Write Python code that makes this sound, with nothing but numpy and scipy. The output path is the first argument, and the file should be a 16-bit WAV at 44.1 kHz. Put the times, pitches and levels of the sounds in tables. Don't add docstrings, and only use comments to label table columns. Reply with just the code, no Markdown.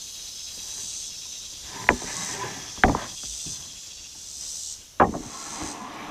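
import sys
import numpy as np
from scipy import signal
from scipy.fft import rfft, irfft, next_fast_len
from scipy.io import wavfile
from scipy.ndimage import uniform_filter1d, map_coordinates

SR = 44100
rng = np.random.default_rng(int(sys.argv[2]) if len(sys.argv) > 2 else 0)


def generate_wav(sig):
    pcm = np.round(np.clip(np.atleast_2d(sig).T, -1, 1) * 32767).astype(np.int16)
    wavfile.write(sys.argv[1], SR, pcm)


def volts_from_decibels(level):
    exponent = np.asarray(level, float) / 20
    return 10 ** exponent


N = 269274
TIME_S = np.arange(N) / SR

OVERHANG_CHANGES_S = [2.6, 4.0]
# time in seconds, speed as level in dB, weight on the stack in dB.
STROKES = [
    [(1.62, -64.5, -6), (1.69, -53, -2), (1.76, -48, 2), (1.83, -48, 3.5), (1.875, -54.5, 12),
     (1.95, -48, 7), (2.0, -49, 0), (2.05, -50, -2)],
    [(2.05, -53, -12), (2.09, -39, -7), (2.16, -45, -1.5), (2.26, -45.5, -5), (2.33, -44, 4),
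     (2.41, -41.5, -7), (2.52, -44.5, 0), (2.66, -50.5, 0.5), (2.76, -57.5, 1), (2.835, -56.5, 9)],
    [(2.86, -58, -5), (2.92, -46.5, 24), (2.96, -41, -5), (3.0, -37.5, -16), (3.05, -41.5, -4),
     (3.1, -51.5, 2), (3.15, -55, 1)],
    [(5.08, -52, 10), (5.17, -57.5, 21), (5.24, -46.5, -2), (5.4, -46.5, -5), (5.56, -42, -4.5),
     (5.64, -39, -2), (5.8, -46.5, -1.5), (5.9, -42, -5), (6.11, -39, -6.5)],
]
# time in seconds, speed as level in dB, weight in dB.
SHIFTS = [
    [(.5, -73, 2), (.6, -65.5, -6), (.8, -57.5, 3), (.92, -83, 0.5)],
    [(3.44, -60.5, -2), (3.55, -56.5, 0), (3.66, -58, 3.5), (3.78, -68, 8)],
]


def strokes(overhang):
    own = []
    for rows in sorted(STROKES + SHIFTS):
        if np.searchsorted(OVERHANG_CHANGES_S, rows[0][0]) == overhang:
            own.append(rows)
    s, _, weight_db = np.transpose(np.vstack(own))
    speed = sum(volts_from_decibels(in_time(rows)[0]) for rows in own)
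    return speed, np.interp(TIME_S, s, weight_db)


# frequency in Hz, width in Hz, level in dB.
HISS_MODES = [
    [(591, 80, -4), (756, 147, -2.5), (920, 134, -1), (1000, 61, 1), (1226, 270, -6)],
    [(625, 290, -2), (863, 194, 1), (1050, 240, -0.5), (1400, 170, -13)],
    [(554, 130, -6), (702, 54, 2), (800, 106, 0), (940, 65, 1), (1075, 94, 1), (1400, 480, -6)],
]
RUMBLE_MODES = [
    [(110, 19, 2.5), (189, 45, -2), (284, 40, -3.5), (400, 48, -4)],
    [(70, 48, 2.5), (200, 140, -2), (350, 71, -6.5)],
    [(204, 47, -2), (303, 36.6, 1.5), (450, 78, -7)],
]
RASP_MODES = [
    [(1540, 125, 2), (1730, 102, 4.5), (1920, 190, 4.5), (2290, 730, 2), (2960, 1050, -2.5)],
    [(1600, 240, 0.5), (2000, 270, 0), (2520, 560, -6)],
    [(1667, 170, 0.33), (1990, 360, 0.79), (2560, 340, -0.74)],
]
RASP_DB = [0.5, -4.5, -7]
RUB_DB = [-4, -4, -5]
# frequency in Hz, density in dB per Hz.
RUB_SPECTRUM = [(60, -29), (120, 0.5), (300, -2), (600, -6), (1500, -8.5), (2300, -13), (3000, -8),
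                (4200, -12.5)]


def slides(motion):
    rasp_loss = 0.063
    fibres = foliage(grit(5000, 1.6) * volts_from_decibels(drift(45)), depth_db=.8, spacing_hz=120, per_s=5)
    rub = uniform_filter1d(sum(volts_from_decibels(db) * speed for db, (speed, _) in zip(RUB_DB, motion)), 3000)
    out = rub * coloured(np.roll(fibres, SR), RUB_SPECTRUM)
    for (speed, weight_db), hiss_modes, rumble_modes, rasp_modes, rasp_db in zip(
            motion, HISS_MODES, RUMBLE_MODES, RASP_MODES, RASP_DB):
        hiss = resonate(resonate(fibres, hiss_modes), hiss_modes)
        rumble = volts_from_decibels(weight_db) * resonate(fibres, rumble_modes)
        rasp = resonate(resonate(fibres, rasp_modes), rasp_modes)
        out = out + speed * (hiss + rumble)
        out = out + speed * volts_from_decibels(rasp_db - rasp_loss * weight_db) * rasp
    return out


# start in seconds, peak level in dB, crack pitch in Hz,
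# ring relative to peak in dB, thud relative to peak in dB.
DROPS = [(1.8891, 7, 1920, -23.5, -30), (1.9025, -9, 1000, -15.5, -13.5), (2.018, -21.5, 730, -17, -36),
         (2.037, -29, 503, -16, -3), (2.8358, 6, 1620, -21.5, -19.5), (2.8356, -10.5, 3010, -16, -31),
         (2.8445, -14, 1980, -17.5, -9), (2.851, -19, 856, -9.5, -12), (2.876, -14, 800, -24, -6.5),
         (2.8822, -16.5, 1900, -16, -10), (2.8945, -9.5, 940, -18, -14), (2.9478, -6, 960, -26, -19.5),
         (4.998, -7, 1320, -16, -19), (5.001, 3, 1144, -20, -45), (5.010, -6, 1000, -10.5, -15),
         (5.0222, -3.5, 1160, -18, -12.5), (5.041, -19, 911, -7.5, -14), (5.138, -31.5, 1050, -6, 0),
         (5.149, -16.5, 653, -22, -10), (5.253, -28.5, 230, -18, -7)]
# start in seconds, peak level in dB, crack pitch in Hz,
# ring relative to peak in dB, thud relative to peak in dB.
TAPS = [(0.572, -38, 493, -12, -7), (0.779, -43.5, 700, -7, -11), (.83, -48, 706, -10, 2),
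        (0.949, -58, 500, -14, 1), (1.84, -23.5, 1970, -25.5, -39), (1.867, -27, 1900, -24, -22),
        (2.079, -50, 900, -8, -13), (2.288, -38, 1790, -7, -35), (2.434, -34, 970, 5, -41),
        (2.45, -28.5, 1110, -9.5, -16), (2.774, -28, 1000, -17, -7.5), (3.233, -32.5, 1400, -16, -5.5),
        (3.457, -27.5, 161, -14, -5), (3.652, -54.5, 400, 0, 2), (4.149, -45.5, 896, -15, -4.5),
        (5.614, -27.5, 920, -12.5, -5)]
# start in
# seconds, peak level in dB, crack pitch in Hz, ring relative to peak in dB, thud relative to peak in dB.
RATTLE = [(2.856, -24, 1900, -20, -15), (2.863, -19.5, 610, -9, -4.5), (2.872, -22.5, 300, -13, -2.5),
          (2.8838, -12, 624, -14, -10), (2.909, -23, 905, -14, -7), (2.919, -22, 610, -20, -13),
          (2.932, -36, 350, -14, -12), (5.016, -11, 535, -10, -20), (5.031, -13, 800, -19, -16),
          (5.052, -26, 1000, -18, -10), (5.068, -23.5, 700, -19, -0.5), (5.086, -26.5, 400, -11, -1),
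          (5.097, -33, 350, -10, -7), (5.122, -32, 450, -5, 0), (5.156, -25.5, 450, -14, -5),
          (5.168, -28.5, 600, -11.5, -5), (5.196, -33, 305, -15, 1), (3.487, -35, 151, -20, -16),
          (1.9105, -18.5, 260, -20, -10.5), (1.916, -27, 200, -18, -14), (1.93, -28, 400, -11, -16),
          (2.8372, -5, 800, -17.5, -21), (2.8525, -17, 380, -16, -12.5), (2.8875, -9.5, 299, -22, -14),
          (1.092, -52, 600, -8, -10), (1.253, -49, 900, -7, -6), (1.52, -46.5, 600, -6, -3),
          (5.1435, -24, 700, -14, -15)]
# frequency in Hz, level in dB.
MODES_SHORT = [(305, -14), (410, -12), (475, -13), (615, -42), (684, -11), (775, -22.5), (834, -4),
               (915, 2), (1001, 7), (1077, -11), (1567, -13), (1680, -1), (1965, -19)]
MODES_HALF = [(253, -6.5), (360, -13), (480, -22), (620, -1), (680, 0.5), (760, 4), (818, -0.5),
              (900, -4.5), (1168, -2.5), (1448, -16), (1556, -15), (1943, 0), (2153, -9), (2492, -15)]
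MODES_FULL = [(208, -10), (275, -28), (330, -9.5), (425, -9), (540, -8.5), (618, -1), (680, -7.5),
              (748, 3.5), (812, 0.5), (916, 2.5), (1070, 7), (1137, 5), (1238, -8), (1400, -21),
              (1520, -10), (1658, -5), (1850, 4), (2342, -5.5)]
RING_T60_S = [0.065, 0.057, 0.061]
# multiple of the crack pitch, level in dB.
CRACK_PARTIALS = [(2.5, -50.5), (1.9, -36), (1.35, -11.5), (1.01, 6.5), (.72, -7), (.47, 2.5), (.3, 1)]
# frequency in Hz, level in dB, decay time in seconds.
STACK_MODES = [(45.7, -7.5, 0.19), (64.8, -2, 0.103), (122, -8.5, 0.12), (183.5, -10.5, 0.18),
               (218, 0.5, 0.065), (246, -11.5, 0.21), (312, -6, 0.11), (400, -16.5, 0.18)]


def knocks(contacts):
    scatter_db, filler_db, crack_cycles = 4, -9.5, 10
    heft = 0.2
    out, t = np.zeros(N + SR), np.arange(SR // 3) / SR
    short = t[:SR // 9]
    luck = rng.standard_normal((len(contacts), 80))
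    for (s, peak_db, crack_hz, ring_db, low_db), draw in zip(contacts, luck):
        overhang = np.searchsorted(OVERHANG_CHANGES_S, s)
        named = np.array((MODES_SHORT, MODES_HALF, MODES_FULL)[overhang])
        fill_hz = np.geomspace(350, 3200, 30) * np.exp(0.016 * draw[50:])
        hz = np.r_[named[:, 0], fill_hz]
        contact_db = -10 * np.log10(1 + (hz / (1.2 * crack_hz)) ** 4)
        db = np.r_[named[:, 1], np.full(30, filler_db)] + contact_db + ring_db
        damping = np.minimum(1000 / hz, (1000 / hz) ** 0.68)
        decay_s = RING_T60_S[overhang] * damping + .004
        body = struck(np.c_[hz, db, decay_s], scatter_db * draw, short, lag_s=0.002057, rise=0.41)

        partials = [(crack_hz * k, level_db, crack_cycles / crack_hz / k ** 0.43)
                    for k, level_db in CRACK_PARTIALS]
        crack = struck(partials, 0 * draw, short, lag_s=0.001727, rise=0.98)

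        stack = np.array(STACK_MODES)
        stack[:2, 1] += heft * (peak_db + 21)
        thud = struck(stack, scatter_db * draw[20:], t, lag_s=0.00208, rise=0.22)

        at = round(s * SR) - 40
        out[at:at + len(short)] += volts_from_decibels(peak_db) * (crack + body)
        out[at:at + len(t)] += volts_from_decibels(peak_db + low_db) * thud
    return out[:N]


def struck(modes, luck_db, t, lag_s, rise):
    hz, db, t60 = (c[:, None] for c in np.transpose(modes))
    late = np.maximum(t - lag_s * np.sqrt(1000 / hz), 0)
    swell = (1 - np.exp(-late * hz / rise)) ** 2
    decay = np.exp(-np.log(1000) * late / t60)
    gain = volts_from_decibels(db + luck_db[:len(hz), None])
    return np.sum(gain * decay * swell * np.sin(2 * np.pi * hz * late), axis=0)


# start in seconds, length in seconds, frequency in Hz, width in Hz, level in dB.
SQUEAKS = [(1.704, .16, 1000, 44, -42), (1.72, 0.1304, 925, 41, -43.5), (1.71, .15, 1800, 120, -53),
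           (2.1, 0.18, 1100, 33, -45.5), (2.375, 0.11, 1000, 23, -35.5), (2.07, 0.28, 2040, 60, -47.5),
           (2.24, .17, 1840, 65, -46), (2.43, 0.14, 1750, 70, -47), (2.147, 0.15, 183, 40, -41.5),
           (2.4, 0.081, 120, 34, -46.5), (2.32, 0.12, 400, 28, -45), (2.49, .12, 770, 67, -48),
           (2.44, 0.26, 280, 53, -51), (2.96, 0.077, 1220, 130, -40), (3.24, 0.135, 54, 16, -47),
           (3.5, 0.063, 88, 70, -45), (1.83, .05, 59, 40, -45), (5.62, 0.074, 73, 46, -44),
           (5.273, 0.36, 1330, 82, -49), (5.5, 0.58, 886, 200, -47), (6.6, .3, 800, 90, -44),
           (5.7, 0.49, 1170, 33, -49), (6, 0.62, 1136, 150, -51), (5.49, .15, 1070, 47, -47),
           (5.594, 0.077, 302, 39, -36.5), (5.667, 0.095, 295, 25, -46), (5.796, 0.095, 220, 32, -42.5),
           (5.89, 0.27, 307, 19, -45.5), (5.711, 0.22, 1000, 48, -44.5), (5.73, 0.27, 750, 59, -49),
           (5.3, 0.15, 1070, 72, -43), (5.95, 0.12, 2300, 150, -48)]


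def squeaks():
    out, fibres = np.zeros(N + SR), grit(3000, 3.6)
    warm_up = 4000
    for s, length_s, hz, width, level_db in SQUEAKS:
        at, size = round(s * SR), round(length_s * SR)
        mode = [(hz, width, 0)]
        clicks = np.roll(fibres, -at)[:size + warm_up]
        tone = resonate(resonate(clicks, mode), mode)[warm_up:]
        out[at:at + size] += volts_from_decibels(level_db) * np.hanning(size) ** .5 * tone
    return out[:N]


# start in seconds, peak level in dB, brightness in Hz.
TICKS = [(1.8898, -34, 5000), (2.8372, -34, 15000), (2.8828, -36, 2600), (2.9485, -34, 2200),
         (5.0012, -28, 3930), (5.006, -29, 2860), (5.013, -32, 2700), (2.8358, -19.5, 4000),
         (2.841, -28, 3600), (2.846, -26, 3200), (2.8965, -32, 2600), (5.0238, -34, 3820),
         (5.0425, -42, 2800), (5.1438, -40, 1600)]


def ticks():
    decay_s = .0012
    out, t = np.zeros(N), np.arange(SR // 100) / SR
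    for (s, db, hz), noise in zip(TICKS, rng.standard_normal((len(TICKS), len(t)))):
        octave = signal.butter(3, [hz / 2, hz], "band", fs=SR, output="sos")
        snap = signal.sosfilt(octave, noise * np.exp(-t / decay_s))
        at = round(s * SR)
        out[at:at + len(t)] += volts_from_decibels(db) * snap / abs(snap).max()
    return out


# start in seconds, full in seconds, stop in seconds, level in dB.
CICADA_SWELLS = [
    (0.501, 0.794, 1.07, -44.5),
    (1.92, 2.167, 2.34, -42),
    (3.02, 3.287, 3.54, -44),
    (4.198, 4.485, 4.728, -43),
    (5.122, 5.44, 5.72, -45.5),
]


def swells():
    onset_s, swell_db = .09, -10
    cut_s, cut_db = .03, -10
    fade_s, fade_db = .14, -22
    curves = []
    for start, full, stop, db in CICADA_SWELLS:
        rise = [(start - onset_s, db + fade_db), (start, db + swell_db), (full, db)]
        fall = [(stop, db), (stop + cut_s, db + cut_db), (stop + cut_s + fade_s, db + fade_db)]
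        curves.append(rise + fall)
    return curves


# frequency in Hz, density in dB per Hz.
CICADA_SPECTRUM = [(1760, -99.5), (3000, -42.5), (3290, -44), (3580, -22), (3910, -4), (4610, -11),
                   (4900, -2.5), (5280, -11.5), (5700, 1.5), (6110, 6.5), (6600, 1), (7400, -0.5),
                   (8570, -2.5), (9620, -19), (13000, -20)]


def near_cicada():
    second_db, burst_ms, blur, repeat = -9, 4.5, .35, 1.3
    start_hz, end_hz, top_hz = 68, 83, 77.3
    ribs_rise = .07
    level, turns_hz, pitch = 0, np.full(N, 70.), np.ones(N)
    for rows in swells():
        level = level + volts_from_decibels(in_time(rows)[0])
        first, last = round(rows[0][0] * SR), round(rows[-1][0] * SR)
        turns_hz[first:last] = np.minimum(np.linspace(start_hz, end_hz, last - first), top_hz)
        pitch[first:last] = np.linspace(1 - ribs_rise, 1, last - first)
    cycle_ms = (np.cumsum(turns_hz / SR) % 1) * 1000 / turns_hz
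    half_ms = cycle_ms - 500 / turns_hz
    first_tymbal = np.exp(-cycle_ms / burst_ms)
    second_tymbal = volts_from_decibels(second_db) * np.exp(-np.maximum(half_ms, 0) / burst_ms) * (half_ms > 0)
    pattern = np.interp(cycle_ms * pitch * SR / 2000, np.arange(1000), rng.standard_normal(1000))
    clicks = repeat * pattern + rms_one(grit(6000, 4.5))
    ribs = rms_one(clicks * (first_tymbal + second_tymbal)) + blur * rng.standard_normal(N)
    song = foliage(coloured(ribs, CICADA_SPECTRUM), depth_db=4, spacing_hz=203.6, per_s=1.572)
    return volts_from_decibels(6.5) * level * song


# time in seconds, throbs so far.
THROB_COUNT = [(.068, 0), (.931, 8), (1.762, 16), (2.535, 24), (3.185, 32), (3.777, 40), (4.335, 48),
               (4.875, 56)]
# time in seconds, level in dB, frequency in Hz.
THROB_COURSE = [(0, -36, 3900), (.5, -34.5, 3700), (.68, -34.5, 3930), (1.2, -32.5, 4080),
                (1.8, -41.5, 3450), (1.97, -63, 3610), (2.3, -39, 3350), (2.8, -37.5, 3370),
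                (2.92, -58, 3380), (3.05, -36, 3370), (3.6, -39, 3424), (4.1, -40, 3100), (4.33, -70, 3200),
                (4.42, -80.5, 3263), (4.74, -84, 3295), (4.81, -47, 3330), (4.9, -50, 3340)]
# frequency in Hz, width in Hz.
THROB_MODES = [(2600, 28), (2800, 27), (3350, 150), (3850, 54)]
TURN_FLOOR_DB = [-14, -12.5, -9.5, -44]
THROB_STEADY = [.05, .05, 0.28, 0.34]


def throbbing_cicada():
    duty, turn_db_per_octave = 0.3, 70
    s, count = np.transpose(THROB_COUNT)
    beat = np.interp(TIME_S, s, count, left=-.5, right=-.5)
    level_db, best_hz = in_time(THROB_COURSE)
    pulse = np.exp(-((beat - np.round(beat)) / duty) ** 4)
    buzz, out = grit(3000, 4.3), 0
    octave = np.log2(np.maximum(best_hz, 1))
    for (hz, width), floor_db, steady in zip(THROB_MODES, TURN_FLOOR_DB, THROB_STEADY):
        facing = volts_from_decibels(floor_db) + volts_from_decibels(-turn_db_per_octave * abs(octave - np.log2(hz)))
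        throb = pulse + steady * (1 - pulse)
        out = out + facing * throb * resonate(buzz, [(hz, width, 0)])
    return volts_from_decibels(level_db - 10.5) * out


# time in seconds, level in dB.
CHORUS_COURSE = [(0, -39), (.5, -39.5), (1.2, -39), (2.4, -39.5), (3.0, -41), (3.6, -40.5), (4.2, -43.5),
                 (4.74, -45.5), (4.86, -50), (5.15, -52.5), (6.11, -50.5)]
# frequency in Hz, density in dB per Hz.
CHORUS_SPECTRUM = [(1350, -53), (2300, -36), (2530, -22.5), (3010, -13), (3330, -6.5), (4620, -5),
                   (4830, -3), (5450, -2), (6170, 3), (6770, -4), (7290, -3.5), (8260, -12.5),
                   (9000, -12.5), (11700, -40.5), (19800, -120)]
FRINGE_SPECTRUM = [(5000, -43), (8500, -6), (9960, -2), (12300, -3.5), (14900, -9), (16000, -35)]
AIR_SPECTRUM = [(12, -46), (20, 0.5), (72, 3), (114, -6), (228, -7.5), (376, -11), (409, -11), (1570, -16),
                (2190, -16), (3000, -8.5), (3900, -21), (6600, -120)]


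def background():
    far = volts_from_decibels(np.interp(TIME_S, *np.transpose(CHORUS_COURSE)))
    near = sum(volts_from_decibels(in_time(rows)[0]) for rows in swells())
    echo = volts_from_decibels(3.5) * uniform_filter1d(near, 2000)
    level = np.hypot(far, echo)
    banded = foliage(coloured(grit(9000, 1.5), CHORUS_SPECTRUM), depth_db=5, spacing_hz=70, per_s=4.5)
    chorus = banded * level * volts_from_decibels(0.47 * drift(40))

    fringe_db = -54.5 - 1.0 * TIME_S + 1.45 * drift(7)
    follow = (level / level.mean()) ** 0.36
    fringe = coloured(grit(9000, 1.5), FRINGE_SPECTRUM) * follow * volts_from_decibels(fringe_db)

    air_db = -52.5 - 0.49 * TIME_S + 1.35 * drift(16)
    air = coloured(rng.standard_normal(N), AIR_SPECTRUM) * volts_from_decibels(air_db)
    breeze = resonate(rng.standard_normal(N), [(55, 50, 0)]) * volts_from_decibels(-66 + 3 * drift(7))
    return chorus + fringe + air + breeze


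def foliage(x, depth_db, spacing_hz, per_s):
    hz, s, cells = signal.stft(x, SR, nperseg=1024)
    where = np.meshgrid(hz / spacing_hz, s * per_s, indexing="ij")
    bands = map_coordinates(rng.standard_normal((400, 60)), where, order=1, mode="wrap")
    gain = volts_from_decibels(depth_db * bands / (1 + (hz[:, None] / 9500) ** 4))
    return rms_one(signal.istft(cells * gain, SR, nperseg=1024)[1][:N])


def grit(per_s, spread_db):
    sizes = volts_from_decibels(spread_db * np.minimum(rng.exponential(1, N), 4)) * rng.choice([-1, 1], N)
    return sizes * (rng.random(N) < per_s / SR) + 1e-9


def resonate(x, peaks):
    out = 0
    for k, (hz, width, db) in enumerate(peaks):
        r = np.exp(-np.pi * width / SR)
        poles = [1, -2 * r * np.cos(2 * np.pi * hz / SR), r * r]
        out = out + (-1) ** k * volts_from_decibels(db) * signal.lfilter([1 - r * r, 0, r * r - 1], poles, x)
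    return rms_one(out)


def coloured(x, spectrum):
    hz, db = np.transpose(spectrum)
    size = next_fast_len(N, True)
    grid = np.maximum(np.arange(size // 2 + 1) * SR / size, 1)
    gain = volts_from_decibels(np.interp(np.log(grid), np.log(hz), db, left=-90, right=-90))
    return rms_one(irfft(rfft(x, size) * gain, size)[:N])


def drift(rate):
    knots = rng.standard_normal(2000)
    return np.interp(TIME_S * rate, np.arange(2000), knots) * 1.22


def in_time(rows):
    s, *columns = np.transpose(rows)
    return [np.interp(TIME_S, s, c, left=-120, right=-120) for c in columns]


def rms_one(x):
    return x / np.sqrt(np.mean(x ** 2) + 1e-20)


def scene():
    board = slides([strokes(k) for k in range(3)]) + knocks(sorted(DROPS + TAPS)) + knocks(RATTLE)
    board = board + squeaks() + ticks()
    mono = board + near_cicada() + throbbing_cicada() + background()
    return np.array([mono, mono])


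def gain_control(x):
    limit_db, recover_db_per_s = -1.5, 158.5
    climb = recover_db_per_s * TIME_S
    over_db = np.maximum(20 * np.log10(abs(x[0]) + 1e-9) - limit_db, 0)
    held_db = np.maximum.accumulate(over_db + climb) - climb
    return x * volts_from_decibels(-.6 * uniform_filter1d(held_db, size=180, origin=30))


def top_cut(x):
    return signal.sosfilt(signal.butter(12, 15730, fs=SR, output="sos"), x)


# frequency in Hz, density in dB per Hz.
SIDE_HISS_SPECTRUM = [(30, 12), (300, 8.5), (1000, 3.5), (3000, 0.5), (8000, -3), (16000, -6)]


def record(dry):
    hiss = volts_from_decibels(-68) * coloured(rng.standard_normal(N), SIDE_HISS_SPECTRUM) * volts_from_decibels(3.5 * drift(14))
    heard = gain_control(dry) + hiss * [[1], [-1]]
    mix = np.clip(2.5 * np.tanh(heard / 2.5), -.945, .945)
    return top_cut(mix)


dry = scene()
out = record(dry)
generate_wav(out)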